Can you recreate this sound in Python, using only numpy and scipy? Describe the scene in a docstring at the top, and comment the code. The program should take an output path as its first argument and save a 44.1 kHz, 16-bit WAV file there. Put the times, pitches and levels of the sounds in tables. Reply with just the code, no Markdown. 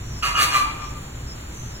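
"""A flamingo gives one harsh three-part honk in a glass conservatory, a few metres from a stereo mic.
Each syllable is a reedy tone shaken by a slower flutter, which breaks into rasp and hiss as the bird
pushes harder and lets go with a grunt. Plants and paving scatter the call, the hall rings and the walls
echo it, over a bed of steady ventilation, distant chirps and two faint dry rustles."""
import sys
import numpy as np
from scipy import signal
from scipy.fft import rfft, irfft
from scipy.io import wavfile

SR = 44100
rng = np.random.default_rng(int(sys.argv[2]) if len(sys.argv) > 2 else 0)


def master(y):
    """Save y as 16-bit WAV."""
    cut = np.clip(np.atleast_2d(y).T, -1, 1)
    pcm = np.round(cut * 32767)  # scale
    wavfile.write(sys.argv[1], SR, pcm.astype(np.int16))


N = 79380
TIME, FREQS = np.arange(N) / SR, np.fft.rfftfreq(N, 1 / SR)

# ventilation spectrum (frequency [Hz], relative level [dB])
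VENT_EQ = [(15, -8), (35, -7), (58, 1.5), (85, -8.5), (118, -3.5), (170, -14), (260, -17), (480, -23),
           (1000, -25), (1800, -27), (3800, -32.5), (5600, -36.5), (6050, -29.5), (6600, -38.5),
           (7200, -21.5), (7700, -43.5), (8900, -40), (11500, -44.5), (15800, -42.5)]
# small birds far off (start [s], length [s], pitch [Hz], width [Hz], level [dB])
FAR_CHIRPS = [(.0, 0.23, 5880, 204, -46.5), (0.104, 0.16, 5300, 310, -43.5),
              (0.783, 0.17, 5670, 444, -46.5), (1.259, 0.1, 5290, 346, -41), (1.498, 0.26, 6130, 170, -43),
              (1.698, 0.12, 5340, 200, -46)]
# the honk's three parts (start [s], peak [s], end [s], swell [dB], pitch [Hz], sag [share/s],
# tone [dB], rasp [dB], hiss [dB], bite [dB], rasp lag [s])
HONK_SYLLABLES = [(0.224, 0.268, 0.3, -0.5, 1335, .05, -27, -23.5, -30, -21.5, 0.002),
                  (0.337, 0.394, 0.4216, 24, 1214, .1, -14, -21.5, -16.5, -12, 0.036),
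                  (0.499, 0.564, 0.587, 14, 1194, 0.55, -13, -23.5, -24.5, -23.5, 0.0028)]
# reedy partials the throat brings out, one list per syllable (frequency [Hz], level [dB])
REED_PARTIALS = [
    [(1230, -31), (1655, -39), (2530, -30), (2675, -34), (3295, -40), (4160, -40), (4592, -38), (5103, -42)],
    [(805, -38), (1072, -32), (1340, -25), (1615, -29), (1740, -30), (2019, -38), (2406, -26), (2832, -28),
     (4188, -35), (4576, -30), (4710, -28)],
    [(800, -37), (1063, -31), (1325, -31), (1560, -37), (2010, -33), (2388, -25), (3205, -33), (4118, -33),
     (4750, -33), (5975, -41)],
]
# resonances of the bite that opens each syllable (frequency [Hz], width [Hz], level [dB])
BITE_RESONANCES = [(1278, 110, -0.5), (2852, 160, -0.5)]
# throat resonances (frequency [Hz], width [Hz], relative level [dB])
THROAT_FORMANTS = [(634, 100, -2.5), (790, 150, 0.5), (1138, 73, 13.5), (1356, 39, 3), (1663, 294, 4.5),
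                   (2100, 91, 4.5), (2460, 220, 6.5), (2840, 35, -22), (3370, 31, 4.5), (4060, 73, -19),
                   (4520, 43, 0.5), (5930, 930, -5)]
# hiss from the open bill (frequency [Hz], relative level [dB])
BILL_EQ = [(150, -0.5), (450, 3), (700, 2), (2000, 9), (4500, 9.5), (5500, -8.5), (7600, 8), (8050, -6.5),
           (8700, 4.5), (12000, -1.5), (15800, -6)]
# reverb of the hall (frequency [Hz], T60 [s])
HALL_DECAY = [(200, 5.6), (1200, 0.57), (2500, 0.99), (5000, 0.4), (9000, 0.61), (16000, 0.086)]
# echoes off the glass walls (delay [s], level [dB])
WALL_ECHOES = [(.058, -10), (.1, -14), (.275, -16.5), (.33, -23), (.41, -24)]
# throaty notes as each syllable lets go (start [s], length [s], from [Hz], to [Hz], level [dB])
RELEASE_GRUNTS = [(.266, .07, 935, 980, -32), (.445, .075, 1010, 880, -36), (.612, .11, 985, 850, -37)]
# dry rustles (start [s], length [s], level [dB])
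DRY_RUSTLES = [(.94, .14, -55), (1.45, .3, -57)]
# rustle spectrum (frequency [Hz], relative level [dB])
RUSTLE_EQ = [(3000, -25), (7000, -8), (8600, 0), (11500, -4), (15500, -8)]
# stereo width by frequency; near 5 kHz the centre drops out, leaving only the sides
# (frequency [Hz], side minus mid [dB])
STEREO_WIDTH = [(60, -52), (115, -81), (200, -20.5), (380, -4), (700, 3.5), (1250, -2.5), (2400, 4),
                (4000, 1), (4500, 5), (5000, 38), (5550, 2), (6100, 0.5), (7400, -11), (8000, -4.5),
                (9200, -2), (10500, 3), (12000, 0), (12700, 11), (13500, -6), (15500, 0)]

FLUTTER_HZ, FLUTTER_DEPTH = 134, .15
ATTACK_S, RELEASE_S, FADE_DB = .0038, .023, 6


def amp(db):
    """Decibels to gain."""
    return 10 ** (np.asarray(db) / 20)


def unit(x):
    """Normalises to rms 1."""
    return x / np.sqrt(np.mean(x ** 2) + 1e-20)


def curve_at(points, hz):
    """Reads a curve on a log-frequency axis."""
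    freqs, values = np.transpose(points)
    return np.interp(np.log(hz + 1), np.log(freqs + 1), values)


def equalise(x, points):
    """Shapes x with an EQ curve."""
    return irfft(rfft(x) * amp(curve_at(points, FREQS)), N)


def wander(hz):
    """Random drift of rms 1, rolling off above hz."""
    return unit(irfft(rfft(rng.standard_normal(N)) / (1 + (FREQS / hz) ** 2), N))


def resonate(x, hz, width):
    """Rings x through a steep resonance, normalised to rms 1."""
    carrier = np.exp(2j * np.pi * hz * TIME)
    pole = np.exp(-np.pi * width * np.sqrt(2) / SR)
    baseband = signal.lfilter([(1 - pole) ** 2], [1, -2 * pole, pole ** 2], x / carrier)
    return unit((carrier * baseband).real)


def arch(start, length):
    """A soft half-sine swell and fade."""
    return np.sin(np.pi * np.clip((TIME - start) / length, 0, 1))


def ventilation(level_db=-33.5, crossover_hz=250, rumble_waver_db=1.2, air_waver_db=.5):
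    """Moving air: a lumpy rumble under an even hiss from all sides."""
    air = unit(equalise(rng.standard_normal((2, N)), VENT_EQ))
    lows = signal.sosfiltfilt(signal.butter(2, crossover_hz, fs=SR, output="sos"), air)
    rumble = lows * amp(rumble_waver_db * wander(3.7))
    hiss = (air - lows) * amp(air_waver_db * wander(13))
    return amp(level_db) * (rumble + hiss)


def chirp(start, length, hz, width, db):
    """A small bird's thin note, blurred by the hall into a narrow band of noise."""
    band = np.array([resonate(noise, hz, width) for noise in rng.standard_normal((2, N))])
    return amp(db) * arch(start, length) * band


def effort(start, peak, end, swell_db):
    """The bird's push: starts (softly, if it has far to grow), swells, sags and lets go."""
    attack = np.clip((TIME - start) / ATTACK_S / max(swell_db, 1), 0, 1)
    body = amp(np.interp(TIME, [start, peak, end], [-swell_db, 0, -FADE_DB]))
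    release = np.exp(-np.maximum(TIME - end, 0) / RELEASE_S)
    return attack * body * release


def reed(hz, flutter_cycles):
    """A tone on the pitch curve hz; the flutter shakes it into sidebands."""
    shake = 1 + FLUTTER_DEPTH * np.sin(2 * np.pi * flutter_cycles)
    return np.sqrt(2) * shake * np.cos(2 * np.pi * (np.cumsum(hz) / SR + rng.random()))


def puffs(flutter_cycles, rough, open_share, leak):
    """One slap and one puff of air per flutter cycle; rough crossfades from slap to air."""
    slaps = np.diff(np.floor(flutter_cycles), prepend=0)
    air = (leak + np.exp(-(flutter_cycles % 1) / open_share)) * rng.standard_normal(N)
    return (1 - rough) * unit(slaps) + rough * unit(air)


def bite(drive, start, decay_s=.035):
    """The syllable's hard front edge: puffs ring two resonances and quickly fade."""
    ring = sum(amp(db) * resonate(drive, hz, width) for hz, width, db in BITE_RESONANCES)
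    return ring * np.exp(-np.maximum(TIME - start, 0) / decay_s)


def throat_rasp(drive):
    """Puffs coloured by all the resonances of the throat."""
    power = sum((amp(db) / (1 + 2 * ((FREQS - hz) / width) ** 2)) ** 2
                for hz, width, db in THROAT_FORMANTS)
    return unit(irfft(rfft(drive) * np.sqrt(power), N))


def bill_hiss(flutter_cycles, flicker_db=1.5):
    """Breath pulsing out through the open bill."""
    breath = puffs(flutter_cycles, rough=.8, open_share=.5, leak=.5)
    return unit(equalise(breath, BILL_EQ)) * amp(flicker_db * wander(200))


def syllable(start, peak, end, swell_db, pitch_hz, sag, tone_db, rasp_db, hiss_db, bite_db, lag_s,
             partials, jitter=.005, waver_db=2.2, full_lag_hz=4500):
    """Bite and tone lead; partials (the higher, the later), rasp and hiss follow as the pitch sags."""
    def push(lag_share, swell_share):
        """The effort curve with its peak delayed and its swell scaled."""
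        delay = lag_share * lag_s
        return effort(start, peak + delay, end + delay / 2, swell_share * swell_db)

    bend = 1 - sag * (np.clip(TIME, start, end + RELEASE_S) - peak)
    bend *= 1 + jitter * wander(45)
    flutter_cycles = np.cumsum(FLUTTER_HZ * bend * (1 + .06 * wander(150))) / SR
    voice = amp(tone_db) * reed(pitch_hz * bend, flutter_cycles) * push(0, 1)
    for hz, db in partials:
        gain = amp(db + waver_db * wander(25))
        voice += gain * reed(hz * bend, flutter_cycles) * push(min(hz / full_lag_hz, 1), .47)
    drive = puffs(flutter_cycles, rough=.55, open_share=.3, leak=.35)
    voice += amp(bite_db) * bite(drive, start) * push(0, .24)
    voice += amp(rasp_db) * throat_rasp(drive) * push(1, .15)
    voice += amp(hiss_db) * bill_hiss(flutter_cycles) * push(1, .74)
    return voice


def reflections(t60_curve, delay_s):
    """A dense mid/side tail of energy 1 per channel, dying away as the T60 curve says."""
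    hz, t, bands = signal.stft(rng.standard_normal((2, N)), SR, nperseg=256)
    decay = amp(-60 * t / curve_at(t60_curve, hz)[:, None])
    tail = signal.istft(bands * decay, SR, nperseg=256)[1]
    tail /= np.linalg.norm(tail, axis=1, keepdims=True)
    return np.pad(tail, ((0, 0), (int(delay_s * SR), 0)))[:, :N]


def conservatory(call, scatter_db=-2.5, scatter_t60=.26, hall_db=-7.5, echo_t60=.07, echo_top_hz=3500):
    """Direct call, scatter off plants and paving, hall reverb and dull wall echoes, as mid/side."""
    echoes = sum(amp(db) * reflections([(1, echo_t60)], delay) for delay, db in WALL_ECHOES)
    echoes = signal.lfilter(*signal.butter(1, echo_top_hz, fs=SR), echoes)
    scatter = amp(scatter_db) * reflections([(1, scatter_t60)], delay_s=.003)
    hall = amp(hall_db) * reflections(HALL_DECAY, delay_s=.02)
    wet = signal.fftconvolve(call[None], scatter + hall + echoes, axes=1)[:, :N]
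    # the call sounds a little louder on the right, and ahead in phase there
    side = -.086 * call + .84 * signal.hilbert(call).imag
    return np.array([call, side]) + wet


def grunt(start, length, from_hz, to_hz, db, jitter=.05):
    """An unsteady low note that slides as the throat relaxes."""
    slide = np.interp(TIME, [start, start + length], [from_hz, to_hz])
    hz = slide * (1 + jitter * wander(120))
    return amp(db) * arch(start, length) * reed(hz, FLUTTER_HZ * TIME)


def whistle(hz=5910, width_hz=19, level_db=-26, length_s=.041):
    """A narrow resonance shrills at the height of the middle syllable, the hardest push."""
    _, peak, *_, lag_s = HONK_SYLLABLES[1]
    shrill = resonate(rng.standard_normal(N), hz, width_hz)
    return amp(level_db) * shrill * arch(peak + lag_s - length_s / 2, length_s)


def rustle(start, length, db, flicker_db=2.9):
    """A brief, uneven brush of treble."""
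    brush = equalise(rng.standard_normal((2, N)), RUSTLE_EQ) * amp(flicker_db * wander(62))
    return amp(db) * arch(start, length) * unit(brush)


def scene(call_trim_db=-2.5):
    """The flamingo in the hall over the ambience bed, as left/right."""
    call = sum(syllable(*row, partials) for row, partials in zip(HONK_SYLLABLES, REED_PARTIALS))
    call += whistle() + sum(grunt(*row) for row in RELEASE_GRUNTS)
    bed = ventilation() + sum(chirp(*row) for row in FAR_CHIRPS)
    bed += sum(rustle(*row) for row in DRY_RUSTLES)
    mid, side = amp(call_trim_db) * conservatory(call) + bed
    return np.array([mid + side, mid - side])


def record(dry, high_cut_hz=15850):
    """Sets the stereo width by frequency (the centre drops out near 5 kHz), then a steep high cut."""
    left, right = dry
    width = amp(curve_at(STEREO_WIDTH, FREQS))
    mid = irfft(rfft(left + right) / np.hypot(1, width), N) / 2
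    side = irfft(rfft(left - right) * width / np.hypot(1, width), N) / 2
    high_cut = signal.firwin(511, high_cut_hz, window=("kaiser", 9), fs=SR)
    return signal.oaconvolve(np.array([mid + side, mid - side]), high_cut[None], "same")


dry = scene()
out = record(dry)
master(out)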